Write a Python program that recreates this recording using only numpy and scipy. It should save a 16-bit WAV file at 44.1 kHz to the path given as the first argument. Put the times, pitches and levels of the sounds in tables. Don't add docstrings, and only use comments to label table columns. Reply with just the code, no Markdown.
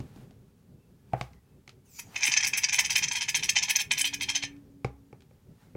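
import sys
import numpy as np
from scipy import signal
from scipy.fft import rfft, irfft, next_fast_len
from scipy.io import wavfile
from scipy.ndimage import uniform_filter1d, map_coordinates

SR = 44100
rng = np.random.default_rng(int(sys.argv[2]) if len(sys.argv) > 2 else 0)


def store_wav(level_fs):
    pcm = np.round(np.clip(np.atleast_2d(level_fs), -1, 1) * 32767)
    wavfile.write(sys.argv[1], SR, pcm.T.astype(np.int16))


N = 254016

# (time [s], length [ms], strength [dB], dry hiss over the strength [dB])
SPURT_ROWS = [(1.994, 2.9, -37, -0.5), (2.143, 6.8, -50, -19.5), (2.16, 18.6, -34.5, -13.5),
              (2.204, 5.9, -36.5, -25), (2.219, 3.7, -30.5, -16.5), (2.229, 25, -27, -11.5),
              (2.253, 8.9, -37.5, 0.5), (2.27, 25, -31, -5.5), (2.318, 23, -27.5, -23.5),
              (2.367, 14, -27.5, -18.5), (2.405, 3.7, -32.5, -19.5), (2.428, 9.6, -27, -20.5),
              (2.445, 2.4, -24, -16), (2.463, 17, -28.5, -4.5), (2.534, 15, -31, -30),
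              (2.565, 20, -30, -3.5), (2.623, 8.8, -42, -18), (2.636, 7.6, -22, -27.5),
              (2.687, 8.3, -27.5, -25.5), (2.724, 29, -28.5, -9.5), (2.787, 15.3, -26, -5.5),
              (2.844, 4.4, -26.5, -18), (2.849, 11.6, -27, -13.5), (2.899, 22.5, -26, -8.5),
              (2.956, 26.6, -27, -8), (3.025, 4, -26, -20.5), (3.036, 7.1, -25.5, -21),
              (3.079, 4, -26.5, -24.5), (3.114, 11.8, -27, -10), (3.152, 24.4, -33, -8),
              (3.18, 2.5, -31, -18.5), (3.209, 19.6, -28.5, -17.5), (3.285, 12, -28.5, -7.5),
              (3.347, 21, -29, -6.5), (3.392, 8.4, -41, -11), (3.43, 22, -29, -10.5), (3.49, 6.9, -25, -11),
              (3.556, 11.7, -30, -24.5), (3.568, 14.7, -24.5, -27), (3.624, 23.7, -33, -13),
              (3.684, 21, -34, -11), (3.691, 16.5, -30, -5.5), (3.755, 6.1, -23.5, -9.5),
              (3.79, 16.7, -32.5, -7), (3.809, 5.4, -38.5, -2), (3.913, 16, -28.5, -7),
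              (3.974, 20.3, -29.5, -4.5), (4.009, 3.9, -28.5, -6), (4.044, 25.7, -31.5, -8),
              (4.134, 9.1, -30, -11.5), (4.209, 18, -30.5, -10), (4.288, 17.5, -28.5, -9.5),
              (4.349, 21, -29, -11), (4.425, 21, -34, -14)]


def amp(db):
    return 10 ** (np.asarray(db) / 20)


def unit(x):
    return x / np.sqrt(np.mean(x ** 2) + 1e-20)


def along(points, hz):
    f, v = np.transpose(points)
    return np.interp(np.log(hz + 1), np.log(f + 1), v)


def curves(rows):
    s, *cols = np.transpose(rows)
    return [np.interp(np.arange(N) / SR, s, c) for c in cols]


def wobble(rate):
    knots = rng.standard_normal(int(N * rate / SR) + 4)
    return map_coordinates(knots, [np.arange(N) * rate / SR])


def filtered(x, response):
    m = next_fast_len(N + SR // 2)
    return irfft(rfft(x, m) * response(np.fft.rfftfreq(m, 1 / SR)), m)[..., :N]


def noise(spectrum):
    return unit(filtered(rng.standard_normal(N), lambda hz: amp(along(spectrum, hz))))


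def ringing(modes, low_hz, high_hz):
    def response(f):
        peaks = sum((-1) ** k * amp(db) * 1j * f * width / (hz * hz - f * f + 1j * f * width)
                    for k, (hz, width, db) in enumerate(modes))
        high_pass = (1j * f / (low_hz + 1j * f)) ** 4
        shape = peaks * high_pass / (1 + (f / high_hz) ** 8)
        return shape / np.sqrt(np.mean(abs(shape) ** 2))
    return response


def room_hum():
    # (time [s], level [dB])
    hum_level = [(0, -40), (.1, -52.5), (.3, -56.5), (1.7, -59.5), (2.3, -54.5), (2.9, -52.5), (4.5, -54.5),
                 (5.76, -58)]
    # (frequency [Hz], relative density [dB per Hz])
    air_spectrum = [(15, -51.5), (25, -12), (134, -6.5), (253, -15), (285, -17.5), (316, -25.5),
                    (381, -17.5), (637, -32.5), (782, -47), (1500, -57.5), (1950, -70.5), (3300, -120)]
    return amp(curves(hum_level)[0] + 3.0 * wobble(12)) * noise(air_spectrum)


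def rustles():
    # (start [s], hold [s], level [dB])
    swells = [(-.05, 0.11, -65.5), (0.164, 0.071, -65.5), (1.182, 0.049, -61), (2.155, 0.012, -52),
              (4.491, 0.084, -77), (5.615, .02, -69)]
    # (frequency [Hz], relative density [dB per Hz])
    cloth_spectrum = [(290, -10), (500, -15), (800, -4), (1020, -9), (15000, -27)]
    floor_db, rise_db_per_s, fall_db_per_s = -75.5, 226, 151
    t = np.arange(N) / SR
    swell = amp(floor_db)
    for s, hold, db in swells:
        before_db = rise_db_per_s * np.maximum(s - t, 0)
        after_db = fall_db_per_s * np.maximum(t - s - hold, 0)
        swell = swell + amp(db - before_db - after_db)
    return swell * amp(0.88 * wobble(22)) * noise(cloth_spectrum)


def knocks():
    # (time [s], strength [dB], hollow frequency [Hz],
    # shell click over the strength [dB], clatter over the strength [dB])
    contacts = [(.002, -34.5, 223, -9, -11), (0.161, -39.5, 266, -16, -19), (.309, -54, 707, -14, -5.5),
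                (1.122, -50, 850, -13, -30), (1.1341, -16, 750, -13, -35.5), (1.2115, -30.5, 735, 8, -2),
                (1.333, -54.5, 2120, -15, -6), (1.677, -41, 2200, -10, -5.5), (1.693, -57, 1290, -7, 11.5),
                (2.069, -54, 754, -37, -13), (2.284, -36.5, 240, -27, -19), (4.436, -45.5, 430, 10.5, -22),
                (4.565, -57, 2450, -20, -5), (4.846, -23.5, 446, -1, -13), (5.128, -40, 431, -5, -22),
                (5.206, -60, 2480, -10, 3), (5.221, -72.5, 835, -5, 14), (5.31, -53.5, 488, -5, -19),
                (5.751, -30.5, 422, -15.5, -36)]
    # (frequency [Hz], level [dB], t60 [s])
    table_modes = [(65.5, -1, 0.56), (126, 17, 0.12), (175, 6, 0.088)]
    shell_modes = [(820, 1.5, 0.03), (1093, 3.5, 0.011), (2272, 4.5, 0.0098), (2450, -15, 0.015),
                   (3790, -28, 0.016)]
    # (frequency [Hz], relative density [dB per Hz])
    clatter_spectrum = [(400, -28.5), (1000, -3), (2500, 3), (6000, -2.5), (10000, -17), (16000, -30.5)]
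    dull_spectrum = [(150, -23), (350, 9), (2500, -13), (4500, -51)]
    thud_base_db, thud_db_per_octave, thud_hz, thud_per_click = -14.5, -4.5, 428, 0.39
    out, bright, dull = np.zeros(N + SR), np.zeros(N + SR), np.zeros(N + SR)
    t = np.arange(SR // 3) / SR

    def ring(hz, db, t60):
        return amp(db - 60 * t / t60) * np.sin(2 * np.pi * hz * t)

    for s, hollow_db, hollow_hz, click_db, tick_db in contacts:
        octaves = np.log2(hollow_hz / thud_hz)
        thud_db = hollow_db + thud_base_db + thud_per_click * click_db + thud_db_per_octave * octaves
        thud = sum(ring(*mode) for mode in table_modes) * (1 - np.exp(-t / 0.00049)) ** 2
        contact = min(.009, 9 / hollow_hz)
        hollow = np.sin(2 * np.pi * hollow_hz * t) * np.sin(np.pi * np.minimum(t / contact, 1)) ** 2
        click = sum(ring(hz * rng.normal(1, 0.015), db + rng.normal(0, 2), t60)
                    for hz, db, t60 in shell_modes)
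        click = click * (1 - np.exp(-t / .001))
        at = slice(round(s * SR), round(s * SR) + len(t))
        out[at] += amp(thud_db) * thud + amp(hollow_db) * hollow + amp(hollow_db + click_db) * click
        bright[at] += amp(hollow_db + tick_db) * (amp(-60 * t / 0.014) + amp(-17 - 60 * t / 0.16))
        dull[at] += amp(hollow_db - 19.0 - 60 * t / 0.18)
    return out[:N] + bright[:N] * noise(clatter_spectrum) + dull[:N] * noise(dull_spectrum)


def room(x):
    # (frequency [Hz], t60 [s])
    room_decay = [(150, 0.22), (1000, 0.34), (4000, 0.14), (12000, 0.15)]
    out, step = np.zeros(N + 2 * SR), SR // 4
    for start in range(0, N, step):
        hz, t, z = signal.stft(rng.standard_normal(SR // 2), SR, nperseg=256)
        decay = amp(-60 * t / along(room_decay, hz)[:, None])
        tail = signal.istft(z * decay, SR, nperseg=256)[1]
        wet = signal.fftconvolve(x[start:start + step], tail / np.linalg.norm(tail))
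        out[start + 200:][:len(wet)] += wet
    return out[:N]


def whistles():
    # (start [s], length [s], frequency [Hz], level [dB])
    whistle_rows = [(.77, .13, 2660, -82), (.92, .17, 1700, -82), (1.33, .09, 1930, -77),
                    (1.33, .07, 2040, -78), (1.42, .17, 2600, -83), (5.6, .1, 2150, -81)]
    t = np.arange(N) / SR
    waver_db, drift = 3.5 * wobble(60), 1.5 * wobble(60)
    out = np.zeros(N)
    for s, length, hz, db in whistle_rows:
        arch = np.sin(np.pi * np.clip((t - s) / length, 0, 1)) ** .5
        out += amp(db + waver_db) * arch * np.sin(2 * np.pi * hz * t + drift)
    return out


def leak():
    # (time [s], level [dB])
    leak_level = [(1.845, -91), (1.856, -65), (1.985, -49.5), (1.997, -30.5), (2.008, -47.5), (2.028, -60),
                  (2.045, -65.5), (2.15, -71), (2.17, -88.5)]
    # (frequency nearly shut [Hz], frequency open [Hz], width [Hz], level [dB])
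    channel_modes = [(3100, 2280, 110, -8), (6600, 4750, 320, -3), (6800, 5900, 300, 0),
                     (11000, 6750, 280, 0), (16000, 11000, 280, -5), (20000, 14200, 450, -1)]
    press_s, opens_s = 1.853, .036
    level_db, = curves(leak_level)
    opening = 1 - np.exp(-np.maximum(np.arange(N) / SR - press_s, 0) / opens_s)
    out = np.zeros(N)
    for shut_hz, open_hz, width_hz, db in channel_modes:
        phase = 2 * np.pi * np.cumsum(shut_hz + (open_hz - shut_hz) * opening) / SR
        a, b = filtered(rng.standard_normal((2, N)), lambda f: 1 / (1 + 2j * f / width_hz))
        band = unit(a * np.cos(phase) + b * np.sin(phase))
        out += amp(db + 4.1 * wobble(40)) * band
    return amp(level_db) * (level_db > leak_level[0][1]) * unit(out)


def flow(levels_db, lag, closing_t60, opening=0.011):
    seep_db, sag_by_end_db = -26, -4
    out = np.zeros(N + SR)
    t = np.arange(SR // 5) / SR - .025
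    seep = amp(seep_db) * np.clip(1 - t / t[0], 0, 1)
    rise = seep + np.clip(1 + t / opening, 0, 1) ** 2.9
    for (s, ms, *_), db in zip(SPURT_ROWS, levels_db):
        sag_db = sag_by_end_db * np.maximum(t, 0) / (ms / 1000)
        closing_db = -60 * np.maximum(t - ms / 1000, 0) / closing_t60
        out[round((s + t[0] + lag) * SR):][:len(t)] += rise * amp(db + sag_db + closing_db)
    return out[:N]


def spray():
    # (frequency [Hz], width [Hz], relative level [dB])
    gurgle_modes = [(844, 219, 0), (981, 136, 3.5), (1076, 280, -8)]
    low_modes = [(1700, 30, -2), (1760, 12, -1.5), (2055, 340, -2.5), (2210, 170, 1.5), (2476, 110, 2.5),
                 (2735, 200, -12)]
    mid_modes = [(3133, 54, 2), (3712, 82, -8.5), (4152, 120, -10)]
    high_modes = [(4870, 31, 9.5), (4964, 45, 0), (5327, 170, 8), (5774, 170, 7), (6030, 270, 10),
                  (7130, 130, -6.5)]
    hiss_modes = [(7740, 290, 6.5), (8930, 160, 4.5), (9760, 600, 0)]
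    sizzle_modes = [(10700, 750, 0.5), (13200, 800, -1.5), (16030, 2200, -8)]
    # (time [s], level [dB])
    mid_share = [(2.0, -10), (3.5, -1.5), (4.5, 1.5)]
    films_per_s, film_scatter_db, puff_s, between_puffs = 160, 2.5, .0024, .22
    pops_per_s, pop_size = 270, 5.3
    lean_per_db, pivot_db = 0.25, -31
    shift, shifts_per_s = 0.019, 23

    count = np.cumsum(films_per_s / SR * amp(4 * wobble(90)))
    films = np.diff(np.floor(count), prepend=0) * amp(film_scatter_db * rng.standard_normal(N))
    puffs = signal.lfilter([1], [1, -np.exp(-1 / (puff_s * SR))], films)
    flutter_db = 20 * np.log10(between_puffs + uniform_filter1d(puffs, size=40)) + 1.2 * wobble(600)
    chance = rng.random((2, N))
    pops = pop_size * (chance[0] < pops_per_s / SR) * np.log(chance[1] + 1e-9)

    def jet(own_db, popping=1, flutter=1):
        return unit(amp(flutter * flutter_db + own_db) * (rng.standard_normal(N) + popping * pops))

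    strength_db, dry_db = np.transpose(SPURT_ROWS)[2:]
    lean_db = lean_per_db * (strength_db - pivot_db)
    low_db, hiss_db = strength_db - lean_db, strength_db + dry_db
    gurgle = amp(-18.0) * flow(low_db, lag=-0.004, closing_t60=0.038)
    gurgle *= jet(0.63 * wobble(28), popping=0.9)
    low = flow(low_db - .3, lag=0.0002, closing_t60=0.1) * jet(0.63 * wobble(125))
    mid = amp(curves(mid_share)[0]) * flow(low_db, lag=.0003, closing_t60=0.11)
    mid *= jet(1.3 * wobble(30))
    high = flow(strength_db + lean_db, lag=0.003, closing_t60=.07)
    high *= jet(1.3 * wobble(120), popping=0.47)
    hiss = flow(hiss_db, lag=0.0065, closing_t60=0.03, opening=0.0053)
    hiss *= jet(4.0 * wobble(60), popping=0.24, flutter=.7)
    sizzle = amp(7.5) * flow(hiss_db, lag=.011, closing_t60=.035, opening=.02) ** 1.39
    sizzle *= jet(4 * wobble(45), popping=.2, flutter=0.77)

    # (gas, resonances, band's low edge [Hz], high edge [Hz])
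    layers = [(gurgle, gurgle_modes, 600, 1800), (low, low_modes, 1300, 4000),
              (mid, mid_modes, 2500, 5500), (high, high_modes, 4000, 8000),
              (hiss, hiss_modes, 6500, 11500), (sizzle, sizzle_modes, 9500, 19000)]
    out = np.zeros(N)
    for gas, modes, low_hz, high_hz in layers:
        turn = np.pi / 4 * (1 + np.tanh(2.6 * wobble(shifts_per_s)))
        for share, factor in (np.cos(turn), 1 - shift), (np.sin(turn), 1 + shift):
            tuned = [(hz * factor, width, db) for hz, width, db in modes]
            out += filtered(share * gas, ringing(tuned, low_hz, high_hz))
    return out


def faint_tone():
    # (time [s], frequency [Hz], level [dB])
    tone_rows = [(3.9, 275.5, -65), (4.02, 277.8, -54), (4.19, 285.3, -48), (4.3, 284.6, -56),
                 (4.45, 283, -47.5), (4.58, 284.6, -46), (4.66, 281.5, -62), (4.76, 279.2, -52),
                 (5.18, 277, -63), (5.25, 274.6, -63)]
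    t = np.arange(N) / SR
    hz, level_db = curves(tone_rows)
    present = (t > tone_rows[0][0]) * (t < tone_rows[-1][0])
    return amp(level_db) * present * np.sin(2 * np.pi * np.cumsum(hz) / SR)


def scene():
    hits = knocks()
    can = leak() + spray()
    tails = room(amp(-10.5) * can + amp(-17.0) * hits)
    background = room_hum() + rustles() + whistles() + faint_tone()
    return (can + hits + tails + background)[None]


def record(dry):
    top_hz, bass_hz = 15900, 40
    self_noise = amp(-76.5) * rng.standard_normal(dry.shape)
    return filtered(dry + self_noise, lambda hz: (hz < top_hz) * (1j * hz / (bass_hz + 1j * hz)) ** 2)


dry = scene()
out = record(dry)
store_wav(out)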